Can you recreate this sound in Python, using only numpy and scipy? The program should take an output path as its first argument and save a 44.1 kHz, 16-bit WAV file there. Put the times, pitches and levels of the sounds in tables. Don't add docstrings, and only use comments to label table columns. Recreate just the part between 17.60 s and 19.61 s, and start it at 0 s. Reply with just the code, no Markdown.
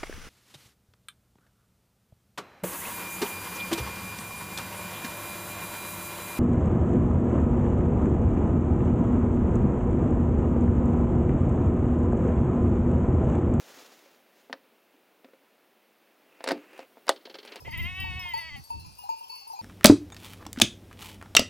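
import sys
import numpy as np
from scipy import signal
from scipy.fft import rfft, irfft
from scipy.io import wavfile
from scipy.ndimage import uniform_filter1d

SR = 44100
rng = np.random.default_rng(int(sys.argv[2]) if len(sys.argv) > 2 else 0)


def output_pcm(signal):
    pcm = np.clip(np.atleast_2d(signal).T, -1, 1) * 32767
    wavfile.write(sys.argv[1], SR, np.round(pcm).astype(np.int16))


N = 88817
T = np.arange(N) / SR


def undb(db):
    return 10 ** (np.asarray(db) / 20)


def unit(x):
    return x / np.sqrt(np.mean(x ** 2))


def coloured_noise(spectrum):
    hz, db = np.array(spectrum).T
    f = np.maximum(np.arange(N // 2 + 1) * SR / N, 1)
    gain = undb(np.interp(np.log(f), np.log(hz), db))
    return unit(irfft(rfft(rng.standard_normal(N)) * gain, N))


def band_noise(hz):
    bandpass = signal.butter(2, hz, "band", fs=SR, output="sos")
    return unit(signal.sosfilt(bandpass, rng.standard_normal(N)))


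def wander(per_s):
    k = int(SR / per_s)
    steps = np.repeat(rng.standard_normal(N // k + 1), k)
    return unit(uniform_filter1d(uniform_filter1d(steps, k), k)[:N])


def place(x, lag_s, pan_db):
    delay = np.exp(-1j * np.pi * np.arange(N + 1) / N * lag_s * SR)
    late = irfft(rfft(x, 2 * N) * delay)[:N]
    return np.array([x * undb(pan_db / 2), late * undb(-pan_db / 2)])


def slope_echo(x, db, t60_s):
    t = T[:SR // 3]
    tail = rng.standard_normal((2, len(t))) * undb(-60 * t / t60_s)
    tail *= undb(db) / np.sqrt((tail ** 2).sum(axis=1, keepdims=True))
    return signal.fftconvolve(x[None], tail, axes=1)[:, :N]


# f/Hz, relative level/dB
AIR_SPECTRUM = [(60, -2), (400, -0.5), (1000, 3), (1900, -8.5), (5600, 2), (7800, -5.5), (10800, -15.5),
                (15000, -10)]


def air(level_db=-62, pan_db=2, correlation=0.44):
    common = coloured_noise(AIR_SPECTRUM)
    separate = np.array([coloured_noise(AIR_SPECTRUM) for _ in range(2)])
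    hiss = np.sqrt(correlation) * common + np.sqrt(1 - correlation) * separate
    return hiss * undb(level_db + 0.28 * wander(per_s=5.714) + np.array([[pan_db], [-pan_db]]) / 2)


# t/s, relative level/dB
GUSTS = [(0.0, -52), (0.19, -39), (0.368, -47.5), (0.396, -38), (0.836, -54.5), (0.988, -42.5),
         (1.06, -66.5), (1.18, -41.5), (1.6, -81.5)]
# f/Hz, relative level/dB
WIND_SPECTRUM = [(20, -22), (45, -13), (82, 1), (115, -9), (200, -17), (400, -29.5), (700, -61)]


def wind(buffet_db=3.5, pan_db=1):
    times, db = np.array(GUSTS).T
    ports = np.array([unit(coloured_noise(WIND_SPECTRUM) * undb(buffet_db * wander(per_s=30)))
                      for _ in range(2)])
    ports[1] -= 0.2 * ports[0]
    left_share = 1 / (1 + undb(-2 * pan_db))
    return 2 * ports * np.sqrt([[left_share], [1 - left_share]]) * undb(np.interp(T, times, db))


BELL_MODES = { "big": [(912.8, 6.5, 0.22), (890.6, -6.5, 0.31), (2662, -23, 1), (4473, -19.5, 0.86),
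              (4895, -25, 0.73)], "low": [(800.2, 5, 0.13), (4153, -17, 0.62), (9600, -20.5, 0.16)],
              "thin": [(957, 10.5, 0.2), (2813, 0, 0.61), (4800, -10, 0.28), (8970, -5.5, 0.065),
              (9580, 0.5, 0.037)], "round": [(986, 8, 0.13), (5297, -2, 0.25)], "tiny": [(4830, 0.5, 0.21)],
              "keen": [(4970, -1.5, .5), (9590, -1.5, 0.16)], "flat": [(1000, 11, 0.15), (2428, -7, 0.9),
              (4970, -1, 0.66)], }
SHINE_MODES = {"big": (-33, [7110, 10300, 11100, 14266]), "low": (-23, [5790, 12000]),
               "keen": (-10.5, [11500, 13400, 10000]), "thin": (-7, [5151, 12000, 15000]),
               "round": (-17.5, [7220, 11000, 12600, 13980]),
               "tiny": (-10.5, [6110, 9000, 10250, 12440, 13700]), "flat": (-11.5, [6900, 6600])}


def strike(out, bell, start_s, db, bright_db, stop_s, tune=1):
    rattle_db, rattle_s, clack_db, clack_s = -4, 0.0093, -24.5, 0.0021
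    mode_scatter_db, shine_scatter_db, shine_t60_s, rise_cycles = 2.5, 4, 0.15, 2.8
    i = int(start_s * SR)
    t = T[:max(min(int((stop_s - start_s) * SR), N - i), 1)]
    chance = rng.standard_normal(12)
    shine_db, shine_hz = SHINE_MODES[bell]
    noise = np.resize(np.diff(rng.standard_normal(SR // 4)), len(t))
    rattle = undb(rattle_db + shine_db + bright_db) * np.exp(-t / rattle_s)
    clack = undb(clack_db) * np.exp(-t / clack_s)
    sound = noise * (rattle + clack)
    modes = [(*mode, mode_scatter_db) for mode in BELL_MODES[bell]]
    modes += [(hz, shine_db, shine_t60_s, shine_scatter_db) for hz in shine_hz]
    body_hz = modes[0][0]
    for k, (hz, mode_db, t60, scatter_db) in enumerate(modes):
        extra_db = bright_db + scatter_db * chance[k] if hz > body_hz else 0
        rise = 1 - np.exp(-t * hz / rise_cycles)
        sound += undb(mode_db + extra_db - 60 * t / t60) * rise * np.sin(2 * np.pi * hz * tune * t)
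    release = np.clip((stop_s - start_s - t) * 500, 0, 1)
    out[i:i + len(t)] += undb(db) * sound * release


# t/s, relative level/dB, upper-mode gain/dB, bell
CLAPPER_BLOWS = [(.002, -52, 2, "round"), (.075, -39.5, 1.5, "big"), (.109, -48, -1.5, "tiny"),
                 (.175, -52, 6, "thin"), (.226, -52, 3, "tiny"), (0.4, -56, 13, "thin"),
                 (.44, -37, -2.5, "big"), (0.593, -43.5, 3, "round"), (.653, -37, -11, "big"),
                 (.689, -56, 4, "thin"), (.736, -27.5, 2.5, "big"), (0.776, -50.5, 5, "tiny"),
                 (.805, -52.5, -2, "round"), (.805, -56, 0.5, "keen"), (.957, -41.5, -8, "low"),
                 (0.983, -59, 2, "tiny"), (1.025, -59.5, -2.5, "keen"), (1.103, -31.5, 3.5, "big"),
                 (1.197, -57.5, 18.5, "low"), (1.197, -61, 0, "thin"), (1.245, -53, 0, "flat"),
                 (1.292, -59, 1, "tiny"), (1.385, -50, 1.5, "thin"), (1.416, -55.5, -1, "tiny"),
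                 (1.434, -59, 1, "keen"), (1.437, -37, -8.5, "low"), (1.452, -47.5, -15, "thin"),
                 (1.49, -26.5, -6.5, "big"), (1.49, -47, 0, "flat"), (1.608, -40.5, 4, "big"),
                 (1.634, -54.5, 6.5, "round"), (1.696, -42.5, 15.5, "big"), (1.719, -46, -10, "flat"),
                 (1.762, -53, -6, "thin"), (1.782, -56, 2, "tiny"), (1.813, -49.5, 2.5, "low"),
                 (1.868, -43.5, 6, "big"), (1.876, -50, 1, "keen"), (1.9, -37.5, 1.5, "big"),
                 (1.932, -35, -5.5, "low"), (1.96, -51, 0.5, "flat"), (1.989, -34, 2.5, "big")]


def near_bells():
    out = np.zeros(N)
    for start_s, db, bright_db, bell in CLAPPER_BLOWS:
        later = [s for s, _, _, name in CLAPPER_BLOWS if name == bell and s > start_s]
        strike(out, bell, start_s, db, bright_db, stop_s=min(later + [start_s + 1]) + 0.002)
    return out


def far_bells(per_s=80, base_db=-68, swell_db_per_s=4.5, spread_db=2.5, detune=0.12):
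    out = np.zeros(N)
    s = -0.5
    for gap, choice, force, size in rng.random(size=(300, 4)):
        s -= np.log(gap) / per_s
        if 0 < s < N / SR:
            bell = list(BELL_MODES)[int(choice * len(BELL_MODES))]
            db = base_db + swell_db_per_s * s - spread_db * np.log(force)
            strike(out, bell, s, db, bright_db=0, stop_s=s + 0.25, tune=1 + detune * (2 * size - 1))
    return out


def flock_bells(crossover_hz=5700):
    bells = near_bells() + far_bells()
    treble = signal.sosfiltfilt(signal.butter(4, crossover_hz, "high", fs=SR, output="sos"), bells)
    direct = place(bells - treble, lag_s=0.0004827, pan_db=2.4) + place(treble, lag_s=0, pan_db=5)
    return direct + slope_echo(treble, db=-4.5, t60_s=0.29)


# t/s, peak level/dB
PORT_PUFFS = [(.024, -49), (0.057, -43), (0.08, -37.5)]


def puffs(width_s=0.0078):
    envelope = sum(undb(db) * np.exp(-((T - s) / width_s) ** 2) for s, db in PORT_PUFFS)
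    return np.array([np.zeros(N), band_noise(hz=(283, 694)) * envelope])


# t/s, f/Hz, level/dB
BLEAT_CONTOUR = [(0.044, 312.2, -59), (0.052, 324.3, -45), (0.068, 356.1, -44), (0.11, 285.6, -50.5),
                 (0.144, 349.5, -33.5), (0.168, 318.5, -41.5), (0.204, 354.8, -33.5), (0.222, 328.3, -38.5),
                 (0.272, 353.6, -34.5), (0.294, 365.7, -38.5), (0.342, 368.1, -41), (0.406, 383.8, -35),
                 (0.556, 363.2, -40.5), (0.568, 374, -38.5), (0.644, 358.7, -39), (0.728, 339.9, -38.5),
                 (0.748, 316.5, -44), (0.794, 339.4, -36.5), (0.814, 327.5, -42), (0.872, 324.3, -42.5),
                 (0.89, 317.3, -42), (0.91, 291.3, -46), (0.954, 286, -41), (0.97, 274, -49.5),
                 (1.005, 275, -62)]
# f/Hz, width/Hz, relative level/dB, open-mouth gain/dB
FORMANTS = [(747, 230, -25.5, 5), (1024, 593, -15, 3), (2053, 217, 6.5, 3), (2614, 490, -8, 11),
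            (3116, 196, -3, 3), (3688, 310, -16.5, 4.5)]


def bleat(jitter=0.00386, shimmer_db=1.8, breath_db=-25):
    times, *contours = np.array(BLEAT_CONTOUR).T
    pitch, level_db = (uniform_filter1d(np.interp(T, times, c), SR // 250) for c in contours)
    shut_hz, tiring_hz_per_s, span_hz = 294.4, 51, 55
    opening = np.clip((pitch - shut_hz - tiring_hz_per_s * T) / span_hz, 0, 1)
    pitch *= 1 + jitter * wander(per_s=70.37)
    phase = 2 * np.pi * np.cumsum(pitch) / SR

    def throat_gain(f):
        return sum(undb(db + open_db * opening) / (1 + (2 * (f - hz) / width) ** 2) ** 1.225
                   for hz, width, db, open_db in FORMANTS)

    amplitudes = [throat_gain(k * pitch) * undb(shimmer_db * wander(per_s=60.5)) for k in range(1, 17)]
    rms = np.sqrt(sum(a ** 2 for a in amplitudes) / 2)
    voice = sum(a * np.sin(k * phase - k * k / 8) for k, a in enumerate(amplitudes, 1)) / rms
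    breath = band_noise(hz=(1970, 3460)) * (1 + np.cos(phase))
    gate = np.clip(np.minimum(T - times[0], times[-1] - T) * 100, 0, 1)
    call = (voice + undb(breath_db) * breath) * undb(level_db) * gate
    return place(call, lag_s=0.00005, pan_db=0.7) + slope_echo(call, db=-16, t60_s=0.34)


def scene():
    return bleat() + flock_bells() + wind() + puffs() + air()


def record(dry):
    return signal.sosfilt(signal.ellip(10, 0.2, 70, 16100, fs=SR, output="sos"), dry)


dry = scene()
out = record(dry)
output_pcm(out)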